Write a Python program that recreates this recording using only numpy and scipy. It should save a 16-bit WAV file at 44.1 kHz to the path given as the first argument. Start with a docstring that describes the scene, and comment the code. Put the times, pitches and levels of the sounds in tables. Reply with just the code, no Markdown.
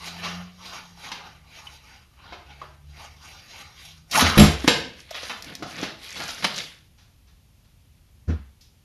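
"""A padded envelope rubs and crackles as it is worked through the metal letterbox of a front door,
in a small hall with a hard floor. An engine drones outside for the first four seconds or so.
A cat leaps up and tugs the envelope through; cat and parcel land, the door booms and the sprung flaps
clash shut. The cat paws and bites the crinkling paper, then moves off with a soft thump."""
import sys
import numpy as np
from scipy import signal
from scipy.fft import rfft, irfft
from scipy.io import wavfile
from scipy.ndimage import uniform_filter1d

SR = 44100
rng = np.random.default_rng(int(sys.argv[2]) if len(sys.argv) > 2 else 0)


def inscribe(sig):
    """Save sig as 16-bit PCM at rate SR to the path in sys.argv[1].

    A 1-D sig is mono; a 2-D sig holds one channel per row.
    Samples are clipped to [-1, 1] before scaling.
    """
    pcm = np.round(np.clip(np.atleast_2d(sig).T, -1, 1) * 32767)
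    wavfile.write(sys.argv[1], SR, pcm.astype(np.int16))


N = 389844

# soft weight coming down on the floor: (time [s], relative level [dB])
LANDINGS = [(4.225, -18.5), (4.293, -28.5), (4.38, -19), (4.4, -9.5), (4.46, -20), (8.272, -17.5),
            (8.299, -22)]


def from_db(db):
    """Turn decibels into a number to multiply a sound by."""
    return 10 ** (np.asarray(db) / 20)


def rms_one(x):
    """Scale a signal so that its average power is 1."""
    return x / np.sqrt(np.mean(x ** 2) + 1e-20)


def at_hz(points, hz):
    """Read between the rows of a (frequency, value) table, spacing octaves evenly."""
    known, values = np.transpose(points)
    return np.interp(np.log(np.maximum(hz, 1)), np.log(known), values)


def drift(per_s):
    """A random wander of about 1 up and down, with per_s new targets a second."""
    targets = rng.standard_normal(N // 20)
    return rms_one(np.interp(np.arange(N) * per_s / SR, np.arange(len(targets)), targets))


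def cut(x, hz, keep="low"):
    """Keep what lies below hz ("low"), above it ("high") or between two values ("band")."""
    return signal.sosfilt(signal.butter(2, hz, keep, fs=SR, output="sos"), x)


def colour(x, spectrum, size=8192):
    """Shape the tone by a (frequency, relative level) table; white noise keeps its power."""
    hz = np.maximum(np.arange(size // 2 + 1) * SR / size, 1)
    octaves_below = np.maximum(np.log2(spectrum[0][0] / hz), 0)
    octaves_above = np.maximum(np.log2(hz / spectrum[-1][0]), 0)
    gain = from_db(at_hz(spectrum, hz) - 20 * (octaves_below + octaves_above))
    # build the filter so that nothing sounds ahead of a hit
    cepstrum = irfft(np.log(gain))
    response = irfft(np.exp(rfft(2 * cepstrum * (np.arange(size) < size // 2))))
    return signal.oaconvolve(x, response / np.linalg.norm(response))[:len(x)]


def resonance(x, hz, width_hz):
    """Let through a band of frequencies around hz."""
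    return signal.lfilter(*signal.iirpeak(hz, hz / width_hz, fs=SR), x + 1e-18)


def double_resonance(x, hz, width_hz):
    """The same band twice over, for a clearer pitch."""
    return resonance(resonance(x, hz, width_hz), hz, width_hz)


def dying(t60, size=28000):
    """A fade that drops 60 dB in t60 seconds; the tables call this the fade time."""
    return np.exp(-np.log(1000) / (SR * t60) * np.arange(size))


def even(x, smooth_hz=700, size=4096):
    """Level the broad humps in a short sound's tone; the fine detail stays."""
    power = uniform_filter1d(np.abs(rfft(x, size)) ** 2, int(smooth_hz * size / SR))
    hz = np.arange(len(power)) * SR / size
    levelling_db = -10 * np.log10(np.maximum(power, 1e-12))
    return colour(x, np.column_stack([hz, levelling_db])[1:])


def burst(t60, rise_s=0.0029):
    """A shower of tiny contacts that builds up and dies away."""
    decay = dying(t60)
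    rise = np.minimum(np.arange(len(decay)) / SR / rise_s, 1)
    return even(decay * rise * rng.choice([-1, 1], len(decay)))


def blow(x):
    """Scale a short sound to the energy of 10 ms at full level."""
    return x * np.sqrt(.01 * SR / np.sum(x ** 2))


def pitched(t60, hz, width_hz):
    """A shower of contacts with one rough pitch."""
    return blow(double_resonance(burst(t60), hz, width_hz))


def ring(notes):
    """A struck object rings with its own notes, each fading at its own pace."""
    t = np.arange(len(dying(1))) / SR
    return sum(from_db(db) * dying(t60) * np.sin(2 * np.pi * hz * t) for hz, db, t60 in notes)


def pressed(x, press_s=.036):
    """Soften a sound's start, as a soft weight comes down gradually."""
    progress = np.minimum(np.arange(len(x)) / SR / press_s, 1)
    return x * np.sin(np.pi / 2 * progress) ** 2


def place(sounds):
    """Lay each (time [s], level [dB], sound) on the time line."""
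    out = np.zeros(N)
    for s, db, sound in sounds:
        start = int(s * SR)
        out[start:start + len(sound)] += from_db(db) * sound[:N - start]
    return out


def engine(waver=0.0033, throb_db=4.5, fade_s=.3):
    """The engine's two lowest tones pass the closed door and swell where they meet a note of the hall."""
    # it pulls, eases off to change gear, pulls again: (time [s], firing rate [Hz], relative level [dB])
    driving = [(0, 84.8, -50), (.45, 89, -50.5), (.64, 90.5, -65), (1.3, 80.46, -61), (1.7, 69.7, -64),
               (2.05, 65.1, -66), (2.4, 69.35, -64.5), (2.95, 72.8, -60), (4.1, 80.8, -67.5)]
    # low notes of the hall: (frequency [Hz], width [Hz], gain [dB])
    hall_notes = [(72, 15, 4), (142.4, 4.2, -3), (162, 6, -8), (170, 27, 4.5)]
    t = np.arange(N) / SR
    times, rates, levels = np.transpose(driving)
    hz = np.interp(t, times, rates) * (1 + waver * drift(8.4))
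    phase = 2 * np.pi * np.cumsum(hz) / SR
    drone = np.sqrt(2) * from_db(np.interp(t, times, levels)) * (np.sin(phase) + np.sin(2 * phase))
    indoors = sum(from_db(db) * resonance(drone, note_hz, width) for note_hz, width, db in hall_notes)
    fade_out = np.clip(1 + (times[-1] - t) / fade_s, 0, 1)
    return indoors * fade_out * from_db(throb_db * drift(7.6))


def still_air(level_db=-56):
    """The air of the hall makes a faint, low hush."""
    # tone of the hush: (frequency [Hz], relative level [dB])
    hush_tone = [(15, -42.5), (25, -11.5), (70, -0.5), (147, -10.5), (403, -28.5), (868, -31),
                 (1560, -35.5), (2640, -31.5), (9660, -37.5), (12600, -35.5), (14000, -51.5)]
    return from_db(level_db) * colour(rng.standard_normal(N), hush_tone)


def friction(clicks_per_s, clicks_db, flutter_db, spread_db=4.0):
    """Paper fibres hiss while creases catch and let go in uneven clicks."""
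    sizes = from_db(spread_db * np.minimum(rng.exponential(1, N), 4)) * rng.choice([-1, 1], N)
    clicks = rms_one(sizes * (rng.random(N) < clicks_per_s / SR))
    hiss = rng.standard_normal(N)
    return rms_one((hiss + from_db(clicks_db) * clicks) * from_db(flutter_db * drift(70)))


def flexing(x, depth_db, per_s, count=21):
    """As the envelope bends, the sound shifts among its many resonances while the loudness holds."""
    edges = np.geomspace(500, 14000, count)
    gains = np.array([from_db(depth_db * np.tanh(drift(per_s))) for _ in range(count - 1)])
    gains /= np.sqrt(np.mean(gains[count // 4:-count // 5] ** 2, axis=0))   # steady the middle bands
    low_body = from_db(11) * cut(x, edges[0])
    bands = sum(gain * resonance(x, np.sqrt(low * high), high - low)
                for gain, low, high in zip(gains, edges, edges[1:]))
    return rms_one(low_body + bands)


def through_slot(x, cavity_db, echo_delays_s=(.0011, .0023, .0047), echo_db=-7):
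    """The hollow letterbox colours what rubs inside it; the flap and door face reflect the treble."""
    # notes of the air in the slot: (frequency [Hz], width [Hz], relative level [dB])
    slot_notes = [(815, 99, -9), (1183, 46, 5.5), (2340, 200, -4.5), (2600, 140, -2.5)]
    treble = cut(x, 2500, "high")
    echoes = sum(np.roll(treble, int(s * SR)) for s in echo_delays_s)
    cavity = sum(from_db(db) * resonance(x, hz, width) for hz, width, db in slot_notes)
    return rms_one(x + from_db(echo_db) * echoes + from_db(cavity_db) * cavity)


def strokes(rows, rise_db_per_s, fall_db_per_s):
    """The loudness of a run of strokes: each gathers speed, holds and slides to rest."""
    t, power = np.arange(0, N, 40) / SR, 0
    for s, held_s, db in rows:
        slowed_db = rise_db_per_s * np.maximum(s - t, 0) + fall_db_per_s * np.maximum(t - s - held_s, 0)
        power = power + from_db(db - slowed_db) ** 2
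    return np.interp(np.arange(N) / SR, t, np.sqrt(power + 1e-20))


def rubbed(x, rows, rise_db_per_s, fall_db_per_s):
    """Play a rubbing sound in strokes, each with its own share of top treble."""
    top = resonance(x, hz=10700, width_hz=10000)
    body_rows = [(s, held_s, db) for s, held_s, db, _ in rows]
    top_rows = [(s, held_s, db + top_db) for s, held_s, db, top_db in rows]
    body_gain = strokes(body_rows, rise_db_per_s, fall_db_per_s)
    top_gain = strokes(top_rows, rise_db_per_s, fall_db_per_s)
    return body_gain * (x - top) + top_gain * top


def envelope():
    """The envelope rubs in the slot, rushes through it, and crinkles as it is dragged about."""
    # shoves into the slot, the cat's tugs, and drags over the floor:
    # (time at full speed [s], held for [s], relative level [dB], extra top treble [dB])
    pushes = [(0.054, 0.026, -36.5, 11), (.15, 0.066, -45.5, 0), (.245, 0.037, -29, 5),
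              (.39, 0.062, -48, -4), (0.664, 0.11, -39, 9), (1.043, 0.021, -39, 8.5),
              (1.15, 0.013, -39, -1), (1.25, 0.024, -42.5, -1), (1.551, 0.031, -43.5, 9.5),
              (1.67, 0.069, -48.5, 9), (1.878, 0.053, -47, 8), (2.198, 0.029, -51, -20),
              (2.269, 0.048, -44.5, -19), (2.499, 0.019, -46, -20), (2.621, 0.0069, -44.5, -1),
              (2.978, 0.077, -44, 6), (3.242, 0.16, -48, 12.5), (3.52, 0.11, -43, 9),
              (3.793, 0.074, -50, 17)]
    tugs = [(4.151, 0.054, -20, 4.5), (4.249, 0.031, -19, -9.5), (4.36, 0.11, -23.5, -2)]
    drags = [(4.62, 0.15, -36, 0), (4.99, 0.0051, -45.5, 1), (5.166, 0.0048, -31.5, -4),
             (5.235, 0.087, -43.5, 7.5), (5.47, 0.042, -39.5, -2), (5.678, 0.093, -43, -0.5),
             (5.8, 0.04, -30, -7.5), (6.038, 0.14, -42.5, 6.5), (6.178, 0.14, -40, 9), (6.4, 0.078, -35, 1),
             (6.573, 0.022, -30.5, 3.5)]
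    # tone of each kind of rubbing: (frequency [Hz], relative level [dB])
    push_tone = [(200, -11), (300, -16), (420, -10.5), (600, -6), (830, 3.5), (1220, -3), (1480, -2),
                 (2150, -6), (4300, -10.5), (6500, -17.5), (7900, -31.5), (9500, -29.5), (12200, -29.5),
                 (13500, -43)]
    tug_tone = [(90, -15.5), (230, -8.5), (330, -16), (600, -5), (850, 3.5), (1050, -3), (1280, 2.5),
                (1600, -3.5), (2400, -6), (4500, -11), (6500, -12), (8000, -22), (9400, -16.5),
                (12500, -23), (14000, -53)]
    drag_tone = [(240, -32.5), (400, -1), (787, 0.5), (1620, 3.5), (2020, 6.5), (4410, 2.5), (6190, -4.5),
                 (7950, -13), (11800, -10), (13500, -48.5)]
    rubbing = flexing(friction(clicks_per_s=490, clicks_db=-7, flutter_db=1.1), depth_db=7.5, per_s=20)
    # speed packs the catches closer
    rushing = flexing(friction(clicks_per_s=2600, clicks_db=1.5, flutter_db=0.5), depth_db=11, per_s=55)
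    push = through_slot(colour(rubbing, push_tone), cavity_db=1.5)
    tug = through_slot(colour(rushing, tug_tone), cavity_db=-8)
    drag_hiss = rms_one(colour(rubbing, drag_tone))
    drag = rms_one(drag_hiss + from_db(-3.5) * crinkles())
    return (from_db(-3.5) * rubbed(push, pushes, rise_db_per_s=190, fall_db_per_s=122)
            + from_db(-0.46) * rubbed(tug, tugs, rise_db_per_s=620, fall_db_per_s=179.5)
            + from_db(-2.5) * rubbed(drag, drags, rise_db_per_s=221.5, fall_db_per_s=151))


def ticks():
    """The slot, claws and teeth snag the padding in tiny bright punctures."""
    # snags: (time [s], level [dB], fade time [s])
    snags = [(0.056, -36, 0.17), (4.111, -26.5, 0.13), (5.106, -39, 0.062), (5.423, -38.5, 0.0085),
             (5.444, -42, 0.012), (5.552, -35, 0.0066), (8.608, -49, 0.3)]
    # tone of a puncture: (frequency [Hz], relative level [dB])
    tick_tone = [(1200, -16), (3300, -2.5), (5300, 4), (7000, -5.5), (10000, -13), (13000, -10.5),
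                 (15500, -35)]
    return place((s, db, blow(colour(burst(t60), tick_tone))) for s, db, t60 in snags)


def creases():
    """A crease buckles in a quick crackling run; broad folds sound duller."""
    # creases giving way: (time [s], level [dB], fade time [s], dull above [Hz])
    buckles = [(0.23, -29.5, 0.079, 4500), (0.253, -36, 0.043, 5000), (0.649, -44, 0.059, 6000),
               (1.04, -38, 0.063, 5000), (1.119, -32, 0.039, 5360), (2.323, -38.5, 0.057, 3460),
               (4.124, -24.5, 0.13, 11100), (4.152, -21.5, 0.044, 7015), (4.193, -17, .02, 4500),
               (4.207, -14.5, 0.037, 4500), (4.26, -20, 0.03, 3935), (4.292, -28, .025, 4048),
               (5.143, -31.5, 0.037, 4600), (5.229, -33.5, 0.032, 6440), (5.298, -27.5, 0.051, 2960),
               (5.625, -36, 0.04, 7500), (5.828, -28.5, 0.031, 5900), (6.157, -32, 0.11, 4970),
               (6.198, -28, 0.085, 2180), (6.284, -29, 0.057, 9000), (6.424, -30, 0.042, 3000),
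               (6.976, -52, 0.33, 8030), (7.27, -57.5, 0.17, 7020), (7.643, -62, 0.11, 7000),
               (8.29, -40.5, 0.14, 2070)]
    # tone of the crackle: (frequency [Hz], relative level [dB])
    crease_tone = [(200, -9), (400, -13.5), (750, -4.5), (1200, -5), (3500, -4.5), (6000, -5), (9000, -25),
                   (12000, -9.5), (14000, -38)]
    return place((s, db, blow(cut(colour(burst(t60), crease_tone), hz))) for s, db, t60, hz in buckles)


def slaps():
    """Shoved, pawed or lifted, the whole envelope snaps over with a short, dry crack."""
    # snaps: (time [s], level [dB], fade time [s])
    snaps = [(1.116, -32, 0.018), (5.295, -34, .014), (5.78, -36, 0.02), (6.442, -15.5, 0.038),
             (6.4483, -25, 0.017), (6.46, -30.5, 0.061)]
    # tone of a snap: (frequency [Hz], relative level [dB])
    snap_tone = [(200, 1), (450, -10), (850, 1), (1600, -3), (3000, 1), (4000, -4.5), (5200, -3.5),
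                 (7000, -17), (8500, -18.5), (11000, -22), (14000, -40.5)]
    return place((s, db, blow(colour(burst(t60, rise_s=0.007), snap_tone))) for s, db, t60 in snaps)


def squeaks(relative_width=.16):
    """Paper catches on the metal slot and chirps at one rough pitch for a moment."""
    # squeaks and clinks: (time [s], level [dB], pitch [Hz], fade time [s])
    chirps = [(1.668, -38, 2940, .035), (2.614, -36, 1170, .028), (4.15, -22, 2520, .07),
              (4.172, -18, 870, .07)]
    return place((s, db, pitched(t60, hz, hz * relative_width)) for s, db, hz, t60 in chirps)


def taps(contact_t60=0.029, relative_width=1.6):
    """Light knocks of the metal flap and on the wood of the door and floor die away at once."""
    # dull knocks: (time [s], level [dB], pitch [Hz])
    knocks = [(2.321, -37, 584), (2.615, -38, 740), (5.623, -30.5, 645), (5.84, -33, 400)]
    return place((s, db, pitched(contact_t60, hz, hz * relative_width)) for s, db, hz in knocks)


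def bumps(relative_width=.9, scuff_db=-9):
    """A paw, a corner of the parcel or the closing flap strikes: one round pulse, drawn out when the contact is
    soft."""
    # bumps on wood: (time [s], level [dB], pitch [Hz], contact time [s])
    contacts = [(4.221, -15, 230, .006), (4.642, -22, 270, .004), (4.678, -19, 300, .0015),
                (5.110, -35.5, 640, .003), (5.231, -41, 520, .002), (5.623, -33, 330, .002),
                (5.829, -27.5, 290, .001)]

    def bump(hz, contact_s):
        scuff = blow(resonance(burst(.03), hz * 2, hz * 2))
        t = np.arange(len(scuff)) / SR
        pulse = np.sin(2 * np.pi * hz * t) * np.exp(-t / contact_s) * np.minimum(t / contact_s, 1)
        return blow(resonance(pulse, hz, hz * relative_width)) + from_db(scuff_db) * scuff
    return place((s, db, bump(hz, contact_s)) for s, db, hz, contact_s in contacts)


def thuds(pad_t60=.11):
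    """Padded weight thuds onto the floor, and paws scuffle on the boards."""
    # paw strokes: (time at full speed [s], held for [s], relative level [dB])
    scuffles = [(5.48, 0.03, -41), (5.63, 0.013, -34.5), (5.79, 0.042, -34), (6.2, 0.0091, -39),
                (6.445, 0.013, -37), (6.58, 0.018, -40.5)]
    # tones of a thud and a scuffle: (frequency [Hz], relative level [dB])
    thud_tone = [(40, -18.5), (70, -11), (110, -1.5), (200, 10), (350, -5.5), (600, -8), (900, -24),
                 (1250, -24.5), (1550, -15), (2000, -25.5), (3000, -32.5), (6000, -32), (12000, -63)]
    scuffle_tone = [(70, -17), (140, -1), (240, -2), (400, -12), (800, -12.5), (2000, -50)]
    pads = place((s, db, blow(colour(pressed(burst(pad_t60)), thud_tone))) for s, db in LANDINGS)
    rough_noise = rng.standard_normal(N) * from_db(2.0 * np.tanh(drift(51)))
    paw_gain = strokes(scuffles, rise_db_per_s=282, fall_db_per_s=185)
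    return from_db(-6) * pads + from_db(-3) * paw_gain * colour(rough_noise, scuffle_tone)


def boards(gain_db=12.5):
    """The floor swells into its low notes under each soft landing, and soon stops."""
    # notes of the floor: (frequency [Hz], relative level [dB], fade time [s])
    floor_notes = [(67, -21, .5), (82, 0, .17), (160, -10, .12), (205, -12, .11), (330, -19, .13),
                   (460, -23, .14)]
    return from_db(gain_db) * place((s, db, pressed(ring(floor_notes))) for s, db in LANDINGS)


def door(gain_db=-6):
    """Each blow sets the door panel booming with its low notes."""
    # blows that shake the door: (time [s], relative level [dB])
    hits = [(4.227, -23), (4.374, -5.5), (4.389, 1.5), (4.408, 5), (4.456, -12.5), (4.676, -26.5)]
    # notes of the panel: (frequency [Hz], relative level [dB], fade time [s])
    door_notes = [(66, -15, .65), (87, -16, .4), (155, -4.5, .27), (210, 2, .14), (275, -12, .2),
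                  (336, -8.5, .24), (408, -15, .16), (463, -16, .15), (596, -16, .25), (716, -13, .13)]
    return from_db(gain_db) * place((s, db, ring(door_notes)) for s, db in hits)


def flaps(zing_hz=11200, zing_width_hz=1500):
    """The metal flaps hit their frame, each time with a crack and a zing of the spring."""
    # clashes: (time [s], relative crack level [dB], fade time [s], relative zing level [dB])
    clashes = [(4.376, -5.5, 0.036, -15), (4.394, -9.5, 0.013, -18), (4.414, -10, 0.064, -20),
               (4.439, -14.5, 0.05, -34), (4.676, -2, 0.022, -40)]
    # tone of the crack: (frequency [Hz], relative level [dB])
    crack_tone = [(100, -11), (280, 2.5), (420, 3), (700, 1.5), (1000, -4), (3000, -0.5), (5500, -6),
                  (7000, -15.5), (11500, -24), (13000, -38.5), (16000, -35)]
    sounds = []
    for s, crack_db, t60, zing_db in clashes:
        sounds.append((s, crack_db, blow(colour(burst(t60), crack_tone))))
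        sounds.append((s, zing_db, pitched(t60, zing_hz, zing_width_hz)))
    return place(sounds)


def slams(relative_width=3.4):
    """A flap meets its frame squarely: one hard pulse."""
    # flaps slamming home: (time [s], level [dB], centre frequency [Hz])
    closings = [(4.381, -17, 800), (4.679, -14, 650)]
    click = signal.unit_impulse(2048)
    return place((s, db, blow(double_resonance(click, hz, hz * relative_width)))
                 for s, db, hz in closings)


def plate():
    """The metal plate of the flap rings on after the hardest clashes."""
    # hard clashes: (time [s], relative level [dB])
    hits = [(4.396, -19), (4.679, -27)]
    # notes of the plate: (frequency [Hz], relative level [dB], fade time [s])
    plate_notes = [(866, -5, .25), (1202, -2, .25), (1298, -5, .22), (2200, -5, .22), (2640, -1, .22),
                   (2880, -1, .18), (3524, -6, .2), (4711, -6, .22), (5373, -2, .18), (6530, -9, .27),
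                   (7423, -5, .3), (7423, -5, .3), (7620, -9, .3), (9819, -9, .34), (10510, -8, .25),
                   (11320, -9, .2)]
    return place((s, db, ring(plate_notes)) for s, db in hits)


def hall_response(tail_delay_s=0.00079, echo_t60=0.04, echoes_db=-3, count=14):
    """Separate echoes come off the near walls, with a smooth tail that dies sooner in the treble."""
    # how long the hall rings: (frequency [Hz], fade time [s])
    fade_times = [(100, 0.61), (500, 0.47), (2500, 0.48), (6000, 0.41), (12000, 0.18)]
    tail, edges = 0, np.geomspace(30, 18000, 10)
    for low, high in zip(edges, edges[1:]):
        decay = dying(at_hz(fade_times, np.sqrt(low * high)))
        tail = tail + decay * cut(rng.standard_normal(len(decay)), [low, high], "band")
    tail *= np.clip(np.arange(len(tail)) / SR / tail_delay_s - 1, 0, 1)
    signs = rng.choice([-1, 1], count)
    delays_s = rng.uniform(.001, .035, count)
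    echoes = np.zeros(len(tail))
    echoes[(delays_s * SR).astype(int)] = signs
    response = rms_one(tail) + from_db(echoes_db) * rms_one(echoes * dying(echo_t60))
    return response / np.linalg.norm(response)


def in_hall(x, response, echo_db):
    """Share a sound between the straight path to the ear and the echoes of the hall."""
    echo_gain = from_db(echo_db)
    return (x + echo_gain * signal.oaconvolve(x, response)[:N]) / np.hypot(1, echo_gain)


def crinkles(per_s=110, spread_db=3.0, clump_db=7.5, relative_width=.4, count=12):
    """Small folds of the dragged envelope pop in clumps, each briefly at a pitch of its own."""
    sizes = from_db(spread_db * np.minimum(rng.exponential(1, N), 2)) * rng.choice([-1, 1], N)
    pops = sizes * (rng.random(N) < per_s * from_db(clump_db * np.tanh(drift(30))) / SR)
    pitch_choice = rng.integers(0, count, N)
    pitches = np.geomspace(1500, 6000, count)
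    return rms_one(sum(double_resonance(pops * (pitch_choice == k), hz, hz * relative_width) / np.sqrt(hz)
                       for k, hz in enumerate(pitches)))


def scene():
    """Mix the paper, letterbox, knocks, engine and air in the hall."""
    hall = hall_response()
    short_hall = hall * dying(t60=.4)   # the hall soaks up small contacts sooner
    paper = (in_hall(envelope(), hall, echo_db=-10)
             + in_hall(creases(), hall, echo_db=5)
             + in_hall(slaps(), hall, echo_db=-7)
             + in_hall(ticks(), hall, echo_db=-7.5)
             + in_hall(squeaks(), short_hall, echo_db=-7))
    letterbox = (from_db(-7) * in_hall(flaps(), hall, echo_db=5)
                 + in_hall(slams(), hall, echo_db=-10)
                 + plate() + door())
    knocks = (in_hall(taps(), hall, echo_db=2)
              + in_hall(bumps(), hall, echo_db=-10)
              + in_hall(thuds(), short_hall, echo_db=-3.5)
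              + boards())
    return (paper + letterbox + knocks + still_air() + engine())[None]


def record(dry, dip_depth=0.51, ceiling=0.96, cutoff_hz=15800):
    """The microphone's opening makes a dip in the treble; loud peaks are flattened and the top is cut."""
    heard = dry - dip_depth * resonance(dry, hz=8000, width_hz=1300)
    flattened = heard / (1 + (heard / ceiling) ** 4) ** (1 / 4)
    return signal.sosfilt(signal.cheby2(14, 70, cutoff_hz, fs=SR, output="sos"), flattened)


dry = scene()
out = record(dry)
inscribe(out)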